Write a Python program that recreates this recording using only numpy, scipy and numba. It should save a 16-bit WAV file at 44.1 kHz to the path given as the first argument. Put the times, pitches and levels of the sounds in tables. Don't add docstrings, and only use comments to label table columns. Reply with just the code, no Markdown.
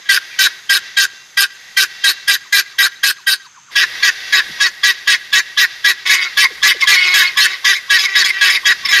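import sys
import numpy as np
from scipy import signal
from scipy.fft import rfft, irfft
from scipy.io import wavfile
from scipy.ndimage import uniform_filter1d, minimum_filter1d
from numba import njit

SR = 44100
rng = np.random.default_rng(int(sys.argv[2]) if len(sys.argv) > 2 else 0)


def gain_from_decibels(decibels):
    exponent = np.asarray(decibels, float) / 20
    return 10 ** exponent


def output_pcm(signal):
    pcm = np.clip(np.atleast_2d(signal).T, -1, 1) * 32767
    wavfile.write(sys.argv[1], SR, np.round(pcm).astype(np.int16))


N = 396900
T = np.arange(N) / SR

# t/s, throat f/Hz at the end of a note, treble level/dB from facing the microphone
POSTURE = [(0, 1700, -0.7), (1.8, 1640, 0), (2.2, 1840, 1), (2.8, 1649, -0.5), (3.3, 1661, 4),
           (3.7, 1807, -8), (4.4, 1820, -11), (5.1, 1984, -5), (5.7, 1819, -5), (6.1, 2060, -3.5),
           (6.9, 2104, -6.5), (7.15, 1790, -1), (7.7, 1870, -6), (9, 1830, -9)]


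def colour(x, points):
    hz, db = np.transpose(points)
    gain_db = np.interp(np.log(np.linspace(1, SR / 2, 1025)), np.log(hz), db)
    cepstrum = irfft(np.log(gain_from_decibels(gain_db)))
    cepstrum[1:1024] *= 2
    cepstrum[1025:] = 0
    return signal.fftconvolve(x, irfft(np.exp(rfft(cepstrum))))[:N]


def above(x, hz):
    share = np.clip((np.fft.rfftfreq(N, 1 / SR) / hz - .93) / .14, 0, 1)
    return irfft(rfft(x) * share, N)


def unit(x):
    return x / np.sqrt(np.mean(x ** 2))


def walk(rate_hz):
    hold = int(SR / rate_hz)
    steps = np.repeat(rng.standard_normal(N // hold + 1), hold)
    return unit(uniform_filter1d(steps, hold)[:N])


@njit
def svf(x, hz, width_hz):
    y, band, low = np.empty(len(x)), 0., 0.
    for i in range(len(x)):
        g, damping = np.tan(np.pi * hz[i] / SR), width_hz / hz[i]
        v = (band + g * (x[i] - low)) / (1 + g * (g + damping))
        band, low, y[i] = 2 * v - band, low + 2 * g * v, damping * v
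    return y


def tail(t60_s, length_s=.6):
    t = T[:int(length_s * SR)]
    return rng.standard_normal(len(t)) * gain_from_decibels(-60 * t / t60_s) * np.sqrt(np.log(1000) / t60_s / SR)


def membrane(hz, jitter, scatter_db, duty):
    phase = np.cumsum(hz * (1 + jitter * walk(300))) / SR
    size = gain_from_decibels(scatter_db * rng.standard_normal(N // 40))[phase.astype(int)]
    return phase, size * np.exp(-(phase % 1) / duty)


def flock():
    # t/s, level/dB
    flock_level = [(0, -40), (.2, -32.5), (.9, -36.5), (1.32, -41.5), (1.9, -36.5), (2.3, -38),
                   (3.0, -42.5), (3.41, -52), (3.69, -65), (3.72, -31.5), (3.96, -24), (4.15, -27.5),
                   (4.5, -28), (4.75, -32), (6, -35), (6.4, -31), (7.6, -30.5), (9, -30)]
    # f/Hz, level/dB
    flock_colour = [(1100, -18), (1400, -17), (1600, -3), (1760, -6), (1950, 0), (2100, -4), (2300, -14),
                    (2550, -11), (2850, -16), (3250, -10), (3900, -9), (4250, -14), (4700, -11),
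                    (7100, -26)]
    db = np.interp(T, *np.transpose(flock_level))
    voices = sum(membrane(hz + 0 * T, .02, 3, .05)[1] * gain_from_decibels(4 * walk(9)) for hz in (318, 385, 394))
    blur = signal.fftconvolve(np.diff(voices, prepend=0), tail(.079))[:N]
    breath = .7 * rng.standard_normal(N)
    drone = unit(colour(unit(blur) + breath, [(600, -24)] + flock_colour + [(7800, -66)]))
    hiss_colour = [(6000, -19), (8000, -8.5), (12000, -4.5), (14500, -14), (15500, -47)]
    hiss = unit(colour(rng.standard_normal(N), hiss_colour))
    murmur = unit(colour(rng.standard_normal(N), [(200, -31.5), (350, .5), (800, 0), (1200, -33)]))
    hiss += gain_from_decibels(-5.5) * murmur
    hiss_db = -54 + .96 * (db + 33.5) + 1.2 * walk(7.2)
    return drone * gain_from_decibels(db + 2.2 * walk(6.4)) + hiss * gain_from_decibels(hiss_db)


def air():
    # f/Hz, level/dB
    air_colour = [(18, -65), (30, -43), (123, -6.5), (663, -24), (727, -14), (1180, -4.5), (1270, -3),
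                  (5680, -12), (6090, -11), (7500, -10), (9750, -69), (16500, -120)]
    return gain_from_decibels(-48 + .98 * walk(2.4)) * unit(colour(rng.standard_normal(N), air_colour))


def insect():
    return gain_from_decibels(-50.5) * unit(svf(rng.standard_normal(N), 6350 + 60 * walk(4), 200.)) * (T < 3.71)


def whistle(hz, chop, waver, overtones):
    phase = 2 * np.pi * np.cumsum(hz * (1 + waver * walk(250))) / SR
    tone = 0
    for k, db in overtones:
        swing_db = 1.5 if k == 1 else 3.5
        tone = tone + gain_from_decibels(db + swing_db * walk(90)) * np.sin(k * phase)
    puff = membrane(340 + 0 * hz, .03, 1.5, .5)[1]
    return unit(tone * (1 + chop * unit(puff - puff.mean())))


def rattle(hz, throat_hz, jitter, rough):
    # f/Hz, width/Hz, level/dB
    head_modes = [(794, 140, -38.5), (1283, 420, -17.5), (7600, 3600, -16.5), (2437, 200, -9),
                  (3210, 850, -4), (3930, 205, -8), (4520, 162, -8), (5068, 154, -13), (5305, 130, -14.5),
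                  (6130, 1050, -10), (8660, 590, -19.5), (10590, 610, -14.5), (11640, 200, -18),
                  (12270, 370, -13.5), (13670, 1600, -20)]
    phase, puff = membrane(hz, jitter, 1.4, 1.0)

    def swing():
        return gain_from_decibels(3 * walk(60))

    snap = unit(np.maximum(np.diff(puff, prepend=0), 0))
    drive = snap + rough * unit(puff * rng.standard_normal(N))
    head = np.zeros(N)
    for k, (f_hz, width_hz, db) in enumerate(head_modes):
        mode = unit(svf(drive, f_hz * (1 + .018 * walk(30)), 1. * width_hz))
        head += (-1) ** k * gain_from_decibels(db) * swing() * mode
    throat = svf(svf(drive, throat_hz, 310.), throat_hz, 310.)
    hum = np.sin(2 * np.pi * phase)
    grunt = np.sin(6 * np.pi * phase) * swing()
    return unit(head), unit(throat * swing()), hum, grunt


def bird(notes, overtones):
    # t/s, squeak f/Hz, squeak level/dB re whistle, squeak length/s, neck grunt level/dB re rattle
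    lead_in = [
        (0, 3700, -17, 0.0033, -65),
        (3.5, 3673, -54, 0.0053, -28),
        (3.7, 3344, -5, 0.0062, -24.5),
        (9, 3340, 0, 0.0056, -24),
    ]
    # t/s, throat ring at note end as share of rattle, attack/s
    settling = [
        (0, .5, .007),
        (3.5, .42, .007),
        (3.7, .8, .011),
        (9, .8, .011),
    ]
    tone_gain, head_gain, throat_gain, hum_gain, grunt_gain, lead, sag, flare = np.zeros((8, N))
    lead_s, lead_hz, lead_db, lead_length, grunt_db = np.transpose(lead_in)
    settle_s, ring_share, attack_s = np.transpose(settling)
    for s, length, _, tone_db, _, rattle_db in notes:
        at = slice(int((s - .03) * SR), int((s + .098) * SR))
        t = T[at] - s
        ring, attack = np.interp(s, settle_s, ring_share), np.interp(s, settle_s, attack_s)
        rise = np.clip((t + attack - .004) / attack, 0, 1)
        gate = rise * gain_from_decibels(-900 * np.maximum(t - length, 0))
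        late_fall = gain_from_decibels(-1400 * np.maximum(t - length - .01, 0))
        tone_shape = np.interp(t / length, [0, .4, .52, 1], [1.25, .8, .22, .12])
        tone_gain[at] += gain_from_decibels(tone_db) * gate * tone_shape
        head_gain[at] += gain_from_decibels(rattle_db) * gate * np.interp(t / length, [0, .4, 1], [.75, .75, .56])
        flare_db = tone_db - 4.5 + 2.5 * rng.standard_normal()
        flare_shape = np.clip((t + .0066) / .0052, 0, 1) * np.exp(-np.maximum(t, 0) / .014)
        flare[at] += gain_from_decibels(flare_db) * flare_shape
        throat_shape = np.interp(t / length, [0, .4, .6, 1], [.7, .5, .8 * ring, ring])
        throat_gain[at] += gain_from_decibels(rattle_db) * rise * late_fall * throat_shape
        grunt_rise = np.clip(t / .0048 + 2.4, 0, 1)
        grunt_gain[at] += gain_from_decibels(rattle_db + np.interp(s, lead_s, grunt_db)) * grunt_rise * late_fall
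        hum_gain[at] += gain_from_decibels(rattle_db - 26.5) * gate * np.clip(t / length - .2, 0, .7)
        swell = np.exp(np.minimum(t, 0) / np.interp(s, lead_s, lead_length)) * np.clip(1 - t / .021, 0, 1)
        lead[at] += gain_from_decibels(tone_db + np.interp(s, lead_s, lead_db)) * swell * (t > -.016)
        droop = np.clip((t - length + .008) / .025, 0, 1) * (t < length + .04)
        sag[at] = np.maximum(sag[at], droop)

    s, length, tone_hz, _, throat_hz, _ = np.transpose(notes)
    pitch = np.interp(T, np.ravel([s, s + length], "F"), np.ravel([1.005 * tone_hz, .98 * tone_hz], "F"))
    knots_s = np.ravel([s, s + .44 * length, s + .52 * length, s + length], "F")
    knots_hz = np.ravel([1.224 * tone_hz, 1.215 * tone_hz, throat_hz, throat_hz], "F")
    throat_hz = np.interp(T, knots_s, knots_hz) * (1 - .05 * sag)
    membrane_hz = (384 + 4 * walk(6)) * (1 - .1 * sag)
    head, throat, hum, grunt = rattle(membrane_hz, throat_hz, .018, .6)
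    squeak_hz = np.interp(T, lead_s, lead_hz) * (1 + .03 * walk(90))
    squeak = np.sin(2 * np.pi * np.cumsum(squeak_hz) / SR) * (1 + .7 * walk(700))
    octave = np.sin(4 * np.pi * np.cumsum(pitch * (1 + .012 * walk(200))) / SR) * gain_from_decibels(3 * walk(300))
    out = flare * octave + tone_gain * whistle(pitch, .11, .008, overtones) + lead * squeak
    return out + head_gain * head + throat_gain * throat + hum_gain * hum + grunt_gain * grunt


def voiced(rows, throat_hz):
    return [(s, length, hz, db, throat_hz(s), -7 + .98 * (db + 10)) for s, length, hz, db in rows]


def near_bird():
    # t/s, length/s, whistle f/Hz, effort level/dB
    first_bout = [(0.092, .075, 1593, -10.5), (0.391, .072, 1547, -9), (0.697, 0.075, 1606, -11),
                  (0.971, 0.074, 1610, -11), (1.374, 0.067, 1609, -10.5), (1.771, 0.065, 1567, -9),
                  (2.042, .065, 1604, -10), (2.279, 0.073, 1621, -12), (2.527, .072, 1640, -9),
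                  (2.787, 0.075, 1613, -11.5), (3.034, 0.072, 1635, -12), (3.27, .069, 1586, -13.5)]
    # t/s, length/s, whistle f/Hz, effort level/dB
    second_bout = [(3.76, .075, 1656, -11), (4.031, .061, 1656, -10.5), (4.33, .062, 1675, -7.5),
                   (4.608, .062, 1672, -11), (4.839, .067, 1670, -8), (5.079, .062, 1661, -7.5),
                   (5.333, .059, 1687, -8), (5.58, .06, 1674, -8), (5.849, .061, 1663, -8.5),
                   (6.1, .046, 1695, -5), (6.377, .069, 1682, -7), (6.634, .074, 1689, -3),
                   (6.878, .069, 1686, -1), (7.144, .074, 1678, -5.5), (7.376, .08, 1705, -7),
                   (7.651, .071, 1693, -7.5), (7.906, .061, 1665, -6), (8.158, .06, 1675, -6),
                   (8.416, .069, 1655, -8.5), (8.66, .055, 1672, -7), (8.93, .06, 1660, -8)]
    # multiple, level/dB
    full_overtones = [(1, 4), (2, -8), (3, -13.5), (4, -17), (5, -41)]
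    posture_s, throat_hz, _ = np.transpose(POSTURE)
    notes = voiced(first_bout + second_bout, lambda at: np.interp(at, posture_s, throat_hz))
    return bird(notes, full_overtones)


def peeps():
    # t/s, level/dB
    far_peep = (.065, 2450, 2290), [(.305, -34)]
    high_peep = (.035, 3290, 3260), [(.308, -36)]
    tick = (.005, 1500, 350), [(1.131, -27)]
    chick = (.05, 1590, 860), [(2.43, -45), (2.72, -45), (3.165, -41), (3.432, -43), (3.546, -41),
             (3.672, -41)]
    small_grunt = (0.055, 1090, 1145), [(3.745, -37), (4.0, -34), (4.58, -33), (6.06, -26), (6.62, -19.5),
                   (7.358, -18), (7.635, -23), (7.879, -28), (8.625, -29.5), (8.828, -27), (8.9, -30)]
    thud = (.034, 480, 120), [(4.486, -33)]
    chirr = (.04, 1410, 1365), [(6.245, -24)]
    yelp_low = (0.038, 1150, 1045), [(6.428, -15), (6.818, -20.5), (7.541, -39), (7.777, -49)]
    yelp = (0.025, 2190, 2060), [(6.447, -3), (6.82, -5.5), (7.75, -15)]
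    knock = (0.0307, 590, 323), [(6.499, -38.5), (6.743, -33)]
    kinds = (far_peep, high_peep, tick, chick, small_grunt, thud, chirr, yelp_low, yelp, knock)
    out = np.zeros(N)
    for (length, from_hz, to_hz), events in kinds:
        n = int(length * SR)
        glide = np.sin(2 * np.pi * np.cumsum(np.geomspace(from_hz, to_hz, n)) / SR)
        for s, db in events:
            start = int(s * SR)
            out[start:start + n] += gain_from_decibels(db) * np.hanning(n) ** .31 * glide
    return out * (1 + .55 * walk(350))


def breeze():
    # t/s, length/s, level/dB
    puffs = [
        (3.8, 0.072, -56),
        (4.55, 0.1198, -56),
        (5.35, .1, -56),
        (6.7, 0.16, -52),
        (7.15, 0.27, -55),
        (8.92, 0.17, -46.5),
    ]
    gain = sum(gain_from_decibels(db) * np.exp(-((T - s) / length) ** 2) for s, length, db in puffs)
    rumble = unit(colour(rng.standard_normal(N), [(20, -7), (150, -1.5), (280, -3), (500, -27)]))
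    return gain * gain_from_decibels(3.6 * walk(25)) * rumble


def rasps():
    # t/s, length/s, membrane f/Hz, level/dB, throat f/Hz
    held_rasps = [
        (6.05, 0.2, 368.4, -15, 2051),
        (6.93, .29, 367, -12, 2126),
        (7.231, 0.0502, 362, -19, 2090),
        (7.447, .095, 377, -20, 2080),
        (8.07, .09, 387.2, -21, 2020),
        (8.318, 0.12, 386.7, -22, 1850),
    ]
    gain, hz, throat_hz = np.zeros(N), np.full(N, 370.), np.full(N, 2000.)
    for s, length, held_hz, db, open_hz in held_rasps:
        at = slice(int(s * SR), int((s + length + .15) * SR))
        t = T[at] - s
        over = np.maximum(t - length, 0)
        gain[at] += np.clip(t / .02, 0, 1) * gain_from_decibels(db - 13 * t - 330 * over)
        hz[at], throat_hz[at] = held_hz - 350 * over, open_hz
    head, throat, hum, grunt = rattle(hz, throat_hz, .012, .55)
    head = colour(head, [(1100, 7), (2600, 4), (3500, -2), (7000, -5), (9000, -12)])
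    return gain * (gain_from_decibels(-2) * head + gain_from_decibels(1) * throat + gain_from_decibels(-29.5) * hum + gain_from_decibels(-23) * grunt)


def second_bird():
    # t/s, length/s, whistle f/Hz, effort level/dB
    answers = [(6.068, 0.028, 1748, -19.5), (6.809, .033, 1775, -18.5), (7.217, .02, 1677, -18),
               (7.735, .042, 1733, -21.5), (7.99, .068, 1710, -15.5), (8.246, .057, 1700, -15),
               (8.497, .07, 1715, -14.5), (8.855, .012, 1720, -18), (8.889, .058, 1750, -15)]
    # multiple, level/dB
    thin_overtones = [(1, -3), (2, -1.5), (3, -.5), (4, -15), (5, -30)]
    return bird(voiced(answers, lambda at: 2150), thin_overtones)


def face(voice):
    posture_s, _, facing_db = np.transpose(POSTURE)
    facing_db = np.interp(T, posture_s, facing_db)
    high, treble = above(voice, 2800), above(voice, 7200)
    upper_gain = gain_from_decibels(1.5 + .1553 * facing_db)
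    return voice + (high - treble) * (upper_gain - 1) + treble * (gain_from_decibels(facing_db) - 1)


def scene():
    # f/Hz, side level/dB re mid
    side_colour = [(60, -24), (110, -21), (200, -21), (380, -33), (700, -11), (1290, -35.5), (2370, -44),
                   (4380, -33.5), (8090, -24.5), (14900, -52)]
    voice = face(near_bird() + second_bird() + rasps()) + peeps()
    smear = signal.fftconvolve(above(voice, 900), tail(.025, .03))[:N]
    voice = gain_from_decibels(-2) * (voice + gain_from_decibels(-5) * smear)
    dull = colour(voice, [(400, 3.5), (1000, -3.5), (4000, -4.5), (12000, -15.5)])
    wall = np.roll(dull, int(.128 * SR)) * gain_from_decibels(-26)
    yard = signal.fftconvolve(dull, tail(.22))[:N] * gain_from_decibels(-12)
    mid = voice + wall + yard + flock() + air() + insect() + breeze()
    side = colour(np.roll(mid, int(.03 * SR)), side_colour)
    return np.array([mid + side, mid - side])


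def band_limit(x):
    return signal.sosfilt(signal.butter(12, 15540, fs=SR, output="sos"), x)


def record(dry):
    peak = np.abs(dry).max(axis=0) + 1e-9
    room_left = minimum_filter1d(np.minimum(1, .95 / peak), size=160)
    held = dry * uniform_filter1d(room_left, size=160) ** .85
    low_pass = signal.ellip(8, .2, 70, 15480, fs=SR, output="sos")
    mix = signal.sosfilt(low_pass, np.clip(held, -.93, .93))
    return band_limit(mix)


dry = scene()
out = record(dry)
output_pcm(out)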